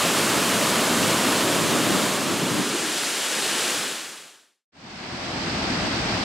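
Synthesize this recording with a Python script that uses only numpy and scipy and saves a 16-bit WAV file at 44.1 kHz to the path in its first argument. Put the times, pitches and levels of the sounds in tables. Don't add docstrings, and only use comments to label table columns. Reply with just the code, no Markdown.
import sys
import numpy as np
from scipy import signal
from scipy.fft import rfft, irfft, next_fast_len
from scipy.io import wavfile

SR = 44100
rng = np.random.default_rng(int(sys.argv[2]) if len(sys.argv) > 2 else 0)


def persist_wave(psi):
    counts = np.round(np.clip(psi, -1, 1) * 32767).astype(np.int16)
    wavfile.write(sys.argv[1], SR, np.atleast_2d(counts).T)


N = 275184
TIME = np.arange(N) / SR
SIZE = next_fast_len(N)
HZ = np.maximum(np.arange(SIZE // 2 + 1) * SR / SIZE, 1)

# (time [s], share of the power that comes from the rapids [0-1])
TURN = [(1.3, 0.0), (2.0, 0.03), (2.6, 0.13), (2.7, 0.85), (2.92, 1.0)]
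# (time [s], level [dB], centre [Hz], spread of the swell [s])
THUDS = [(2.438, -26, 219, 0.0094), (2.52, -26, 200, .014), (2.6, -25, 260, 0.015),
         (2.745, -28.5, 310, 0.012), (2.856, -34.5, 240, 0.037), (3.78, -45, 165, 0.03)]
# (frequency [Hz], relative level per Hz [dB])
FALLS_COLOUR = [(30, -40), (55, -27.5), (100, -10.5), (190, -0.3), (330, -0.6), (480, -5), (600, -2.5),
                (780, -8), (1100, -5), (2050, -10.5), (3000, -9.5), (5600, -15), (7500, -14), (11000, -19),
                (15700, -29)]
RAPIDS_COLOUR = [(30, -42.5), (80, -27), (150, -7.5), (270, -0.3), (420, 0.3), (800, -2.5), (1550, -0.2),
                 (2100, -3.5), (2900, -1), (4000, -2.7), (5600, -5.5), (7800, -5), (10500, -9),
                 (15700, -22)]
RIVER_COLOUR = [(30, -16), (85, -1), (230, 0.7), (340, -3.5), (490, -10.5), (680, -6), (1200, -11.5),
                (2600, -13.5), (3600, -17.5), (4800, -15), (7000, -28), (8400, -28.5), (9700, -49),
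                (15700, -53)]
# (frequency [Hz], side minus mid [dB])
FALLS_WIDTH = [(150, -40.5), (450, -39.5), (720, -19.5), (1100, -41), (2000, -23.5), (3000, -27),
               (5300, -13.5), (8000, -20), (13000, -18), (15500, -22)]
RAPIDS_WIDTH = [(150, -70), (2800, -69), (4500, -23), (6000, -12.5), (9000, -10), (13000, -4)]
RIVER_WIDTH = [(250, -18.5), (500, -6), (700, -8), (1400, -1), (3000, -1.5), (3700, 1.2), (4500, -.3),
               (13000, 0)]
# (frequency [Hz], left minus right [dB], phase lead of the left [rad])
FALLS_BEARING = [(300, 0, 0), (700, .3, 0), (2800, -.1, 0), (5500, -.8, -.1), (8000, -.3, -.03)]
RAPIDS_BEARING = [(3600, 0, 0), (5560, 2.0, -0.27), (7700, .9, -0.35), (10500, 1.7, -0.6),
                  (13200, -.4, -0.85)]
RIVER_BEARING = [(250, 0.5, -0.06), (450, 1.5, -.25), (850, 1.8, 0.031), (1500, 5.3, 0), (2600, 4, -0.35),
                 (3500, -1, -0.35), (4500, -12, 0), (5600, -16, 0), (7200, -6.5, 0), (8700, -10, 0),
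                 (11000, -4.3, 0), (15000, -2, 0)]
REGISTER_EDGES_HZ = [20, 450, 1500, 10000, 22000]
# (time [s], level [dB])
PLUNGE = [(0, -28.7), (1.2, -26.4), (2.0, -25.8), (2.12, -29.3), (2.6, -29.0), (2.95, -37.4), (3.22, -42.0),
          (3.42, -36.3), (3.9, -35.8), (4.05, -39)]
# (time [s], level [dB])
SPLASH = [(0, -24.0), (1.4, -24.7), (1.65, -25.6), (2.0, -25.5), (2.22, -28.0), (2.65, -28.4), (3.0, -26.4),
          (3.27, -26.4), (3.45, -25.5)]
# (time [s], peak level [dB], spread of the swell [s])
GUSTS = [(0.38, -32, 0.025), (0.6, -37, 0.04), (1.05, -32, 0.03), (1.66, -33, 0.09), (1.95, -31, 0.1),
         (2.31, -34.5, 0.09), (2.57, -29, 0.04), (5.85, -34, 0.025)]
# (frequency [Hz], relative level per Hz [dB])
WIND_COLOUR = [(25, -45), (60, -21), (110, -5), (190, 4), (330, -0.5), (700, -13), (1100, -38),
               (3000, -56.5)]

WASH_DB, WASH_FOLLOWS_PLUNGE, WASH_TURN_DB = -1.45, 0.25, -3.9
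SPRAY_DB, SPRAY_AT_SPLASH_DB, SPRAY_SWING, SPRAY_TURN_DB = -36.2, -25, 1.45, -3.0
RIVER_START_DB, RIVER_RISE_DB_PER_S = -27.2, 1.2
RUMBLE_START_DB, RUMBLE_RISE_DB_PER_S, RUMBLE_TOP_HZ = -3.8, 2.8, 140
DRAUGHT_DB, BUFFET_FLUTTER_DB, BUFFET_FLUTTER_HZ = -58, 1.4, 19
FADE_OUT_S, FADE_OUT_LENGTH_S, FADE_OUT_POWER = 3.726, 0.97, 2.91
FADE_IN_S, FADE_IN_LENGTH_S, FADE_IN_POWER = 4.72, 0.94, 0.92
CUTOFF_HZ, STOP_S = 15800, 0.002


def gorge():
    falls_bubbles = bubbles(per_s=7000, spread_db=3.0, cycles=4.0)
    sheet = white_water(from_db(-11) * falls_bubbles, churn_db=1.0, churn_rate=17, heave_db=0.24)
    rapids_bubbles = bubbles(per_s=6000, spread_db=2.5, cycles=7.2)
    foam = white_water(from_db(-9) * rapids_bubbles, churn_db=0.45, churn_rate=14, heave_db=0.16)
    falls = placed(sheet, FALLS_COLOUR, FALLS_WIDTH, FALLS_BEARING)
    rapids = placed(foam, RAPIDS_COLOUR, RAPIDS_WIDTH, RAPIDS_BEARING)
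    turn = in_time(TURN)
    out = thuds()
    for level_db, low, high in zip(register_levels(turn), REGISTER_EDGES_HZ, REGISTER_EDGES_HZ[1:]):
        from_falls, from_rapids = register(falls, low, high), register(rapids, low, high)
        blend = np.sqrt(1 - turn) * from_falls + np.sqrt(turn) * from_rapids
        out = out + from_db(level_db) * blend
    return out


def thuds():
    out = np.zeros(N)
    for s, level_db, hz, spread in THUDS:
        body = rms_one(filtered(rng.standard_normal(N), band(hz / 1.75, hz * 1.56)))
        out += from_db(level_db) * body * swell(s, spread)
    return out


def register_levels(turn):
    plunge, splash = in_time(PLUNGE), in_time(SPLASH)
    wash = splash + WASH_FOLLOWS_PLUNGE * (plunge - splash) + WASH_DB + WASH_TURN_DB * turn
    spray = SPRAY_DB + SPRAY_SWING * (splash - SPRAY_AT_SPLASH_DB) + SPRAY_TURN_DB * turn
    return plunge, wash, splash, spray


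def register(x, low, high):
    inside = filtered(x.mean(axis=0), (HZ >= low) & (HZ < high))
    return filtered(x, band(low, high)) / inside.std()


def river():
    river_bubbles = bubbles(per_s=8000, spread_db=2.5, cycles=4.4)
    water = white_water(from_db(-16) * river_bubbles, churn_db=0.9, churn_rate=15, heave_db=0.24)
    rush = rms_one(placed(water, RIVER_COLOUR, RIVER_WIDTH, RIVER_BEARING))
    rumble = filtered(rush, band(1, RUMBLE_TOP_HZ))
    since = TIME - FADE_IN_S
    level_db = RIVER_START_DB + RIVER_RISE_DB_PER_S * since
    rumble_db = RUMBLE_START_DB + RUMBLE_RISE_DB_PER_S * since
    return from_db(level_db) * (rush - rumble + from_db(rumble_db) * rumble)


def white_water(burst, churn_db, churn_rate, heave_db):
    mid, side = rng.standard_normal((2, N))
    side = side * np.sqrt(1 + np.mean(burst ** 2))
    spectra = rfft(np.array([mid + burst, side]), SIZE)
    edges = 22 * 2. 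** np.array([0, 2, 3, 4, 5, 6, 7, 8, 9, 10])
    heave, out = heave_db * drift(11), 0
    for low, high in zip(edges, edges[1:]):
        lumpy_db = churn_db * (250 / high) ** 0.49
        part = irfft(spectra * band(low, high), SIZE)[:, :N]
        out = out + part * from_db(heave + lumpy_db * drift(churn_rate))
    return out


def bubbles(per_s, spread_db, cycles):
    pitches = np.geomspace(300, 12000, 20)
    loudness_db = spread_db * np.minimum(rng.exponential(1, N), 5)
    strengths = from_db(loudness_db) * rng.choice([-1, 1], N)
    births = strengths * (rng.random(N) < per_s / SR)
    dealt = rng.choice(len(pitches), N, p=pitches / pitches.sum())
    out = np.zeros(N)
    for k, hz in enumerate(pitches):
        w = 2 * np.pi * hz / SR
        r = np.exp(-np.log(1000) * hz / (cycles * SR))
        kicks = births * (dealt == k) + 1e-18
        out += signal.lfilter([1, -1], [1, -2 * r * np.cos(w), r * r], kicks) * np.sqrt(w)
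    return rms_one(out)


def placed(water, colour, width, bearing):
    mid, side = rfft(water, SIZE) * gain_by_hz(colour)
    side = side * gain_by_hz(width)
    hz, *columns = np.transpose(bearing)
    left_db, lead = (np.interp(np.log(HZ), np.log(hz), c) for c in columns)
    toward = from_db(left_db / 2) * np.exp(.5j * lead)
    keep_power = np.sqrt(np.cosh(2 * np.log(np.abs(toward))))
    ears = np.array([toward, 1 / toward]) / keep_power
    return irfft(np.array([mid + side, mid - side]) * ears, SIZE)[:, :N]


def wind():
    noise = filtered(rng.standard_normal((2, N)), gain_by_hz(WIND_COLOUR))
    buffet = rms_one(noise) / np.sqrt(2)
    draught = from_db(DRAUGHT_DB) * (1 - in_time(TURN))
    gusts = sum(from_db(peak_db) * swell(s, spread) for s, peak_db, spread in GUSTS)
    flutter = from_db(BUFFET_FLUTTER_DB * drift(BUFFET_FLUTTER_HZ))
    return buffet * (draught + gusts) * flutter


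def swell(s, spread):
    return np.exp(-.5 * ((TIME - s) / spread) ** 2)


def drift(rate):
    r = np.exp(-80 * np.pi * rate / SR)
    chance = rng.standard_normal(N // 40 + 2002)
    slow = signal.lfilter([1], [1, -2 * r, r * r], chance)[2000:]
    return np.interp(np.arange(N) / 40, np.arange(len(slow)), rms_one(slow))


def band(low, high):
    return 1 / ((1 + (low / HZ) ** 8) * (1 + (HZ / high) ** 8))


def filtered(x, gain):
    return irfft(rfft(x, SIZE) * gain, SIZE)[..., :N]


def gain_by_hz(points):
    hz, db = np.transpose(points)
    return from_db(np.interp(np.log(HZ), np.log(hz), db))


def in_time(points):
    s, value = np.transpose(points)
    return np.interp(TIME, s, value)


def rms_one(x):
    return x / np.sqrt(np.mean(np.atleast_2d(x).mean(axis=0) ** 2) + 1e-20)


def from_db(db):
    return 10 ** (np.asarray(db) / 20)


def scene():
    fade_out = np.clip(1 - (TIME - FADE_OUT_S) / FADE_OUT_LENGTH_S, 0, 1) ** FADE_OUT_POWER
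    fade_in = np.clip((TIME - FADE_IN_S) / FADE_IN_LENGTH_S, 0, 1) ** FADE_IN_POWER
    return fade_out * gorge() + fade_in * river() + (fade_out + fade_in) * wind()


def record(dry):
    stop = np.clip((TIME[-1] - TIME) / STOP_S, 0, 1)
    low_pass = signal.firwin(601, CUTOFF_HZ, fs=SR, window="blackman")
    return signal.fftconvolve(dry * stop, low_pass[None], mode="same", axes=1)


dry = scene()
out = record(dry)
persist_wave(out)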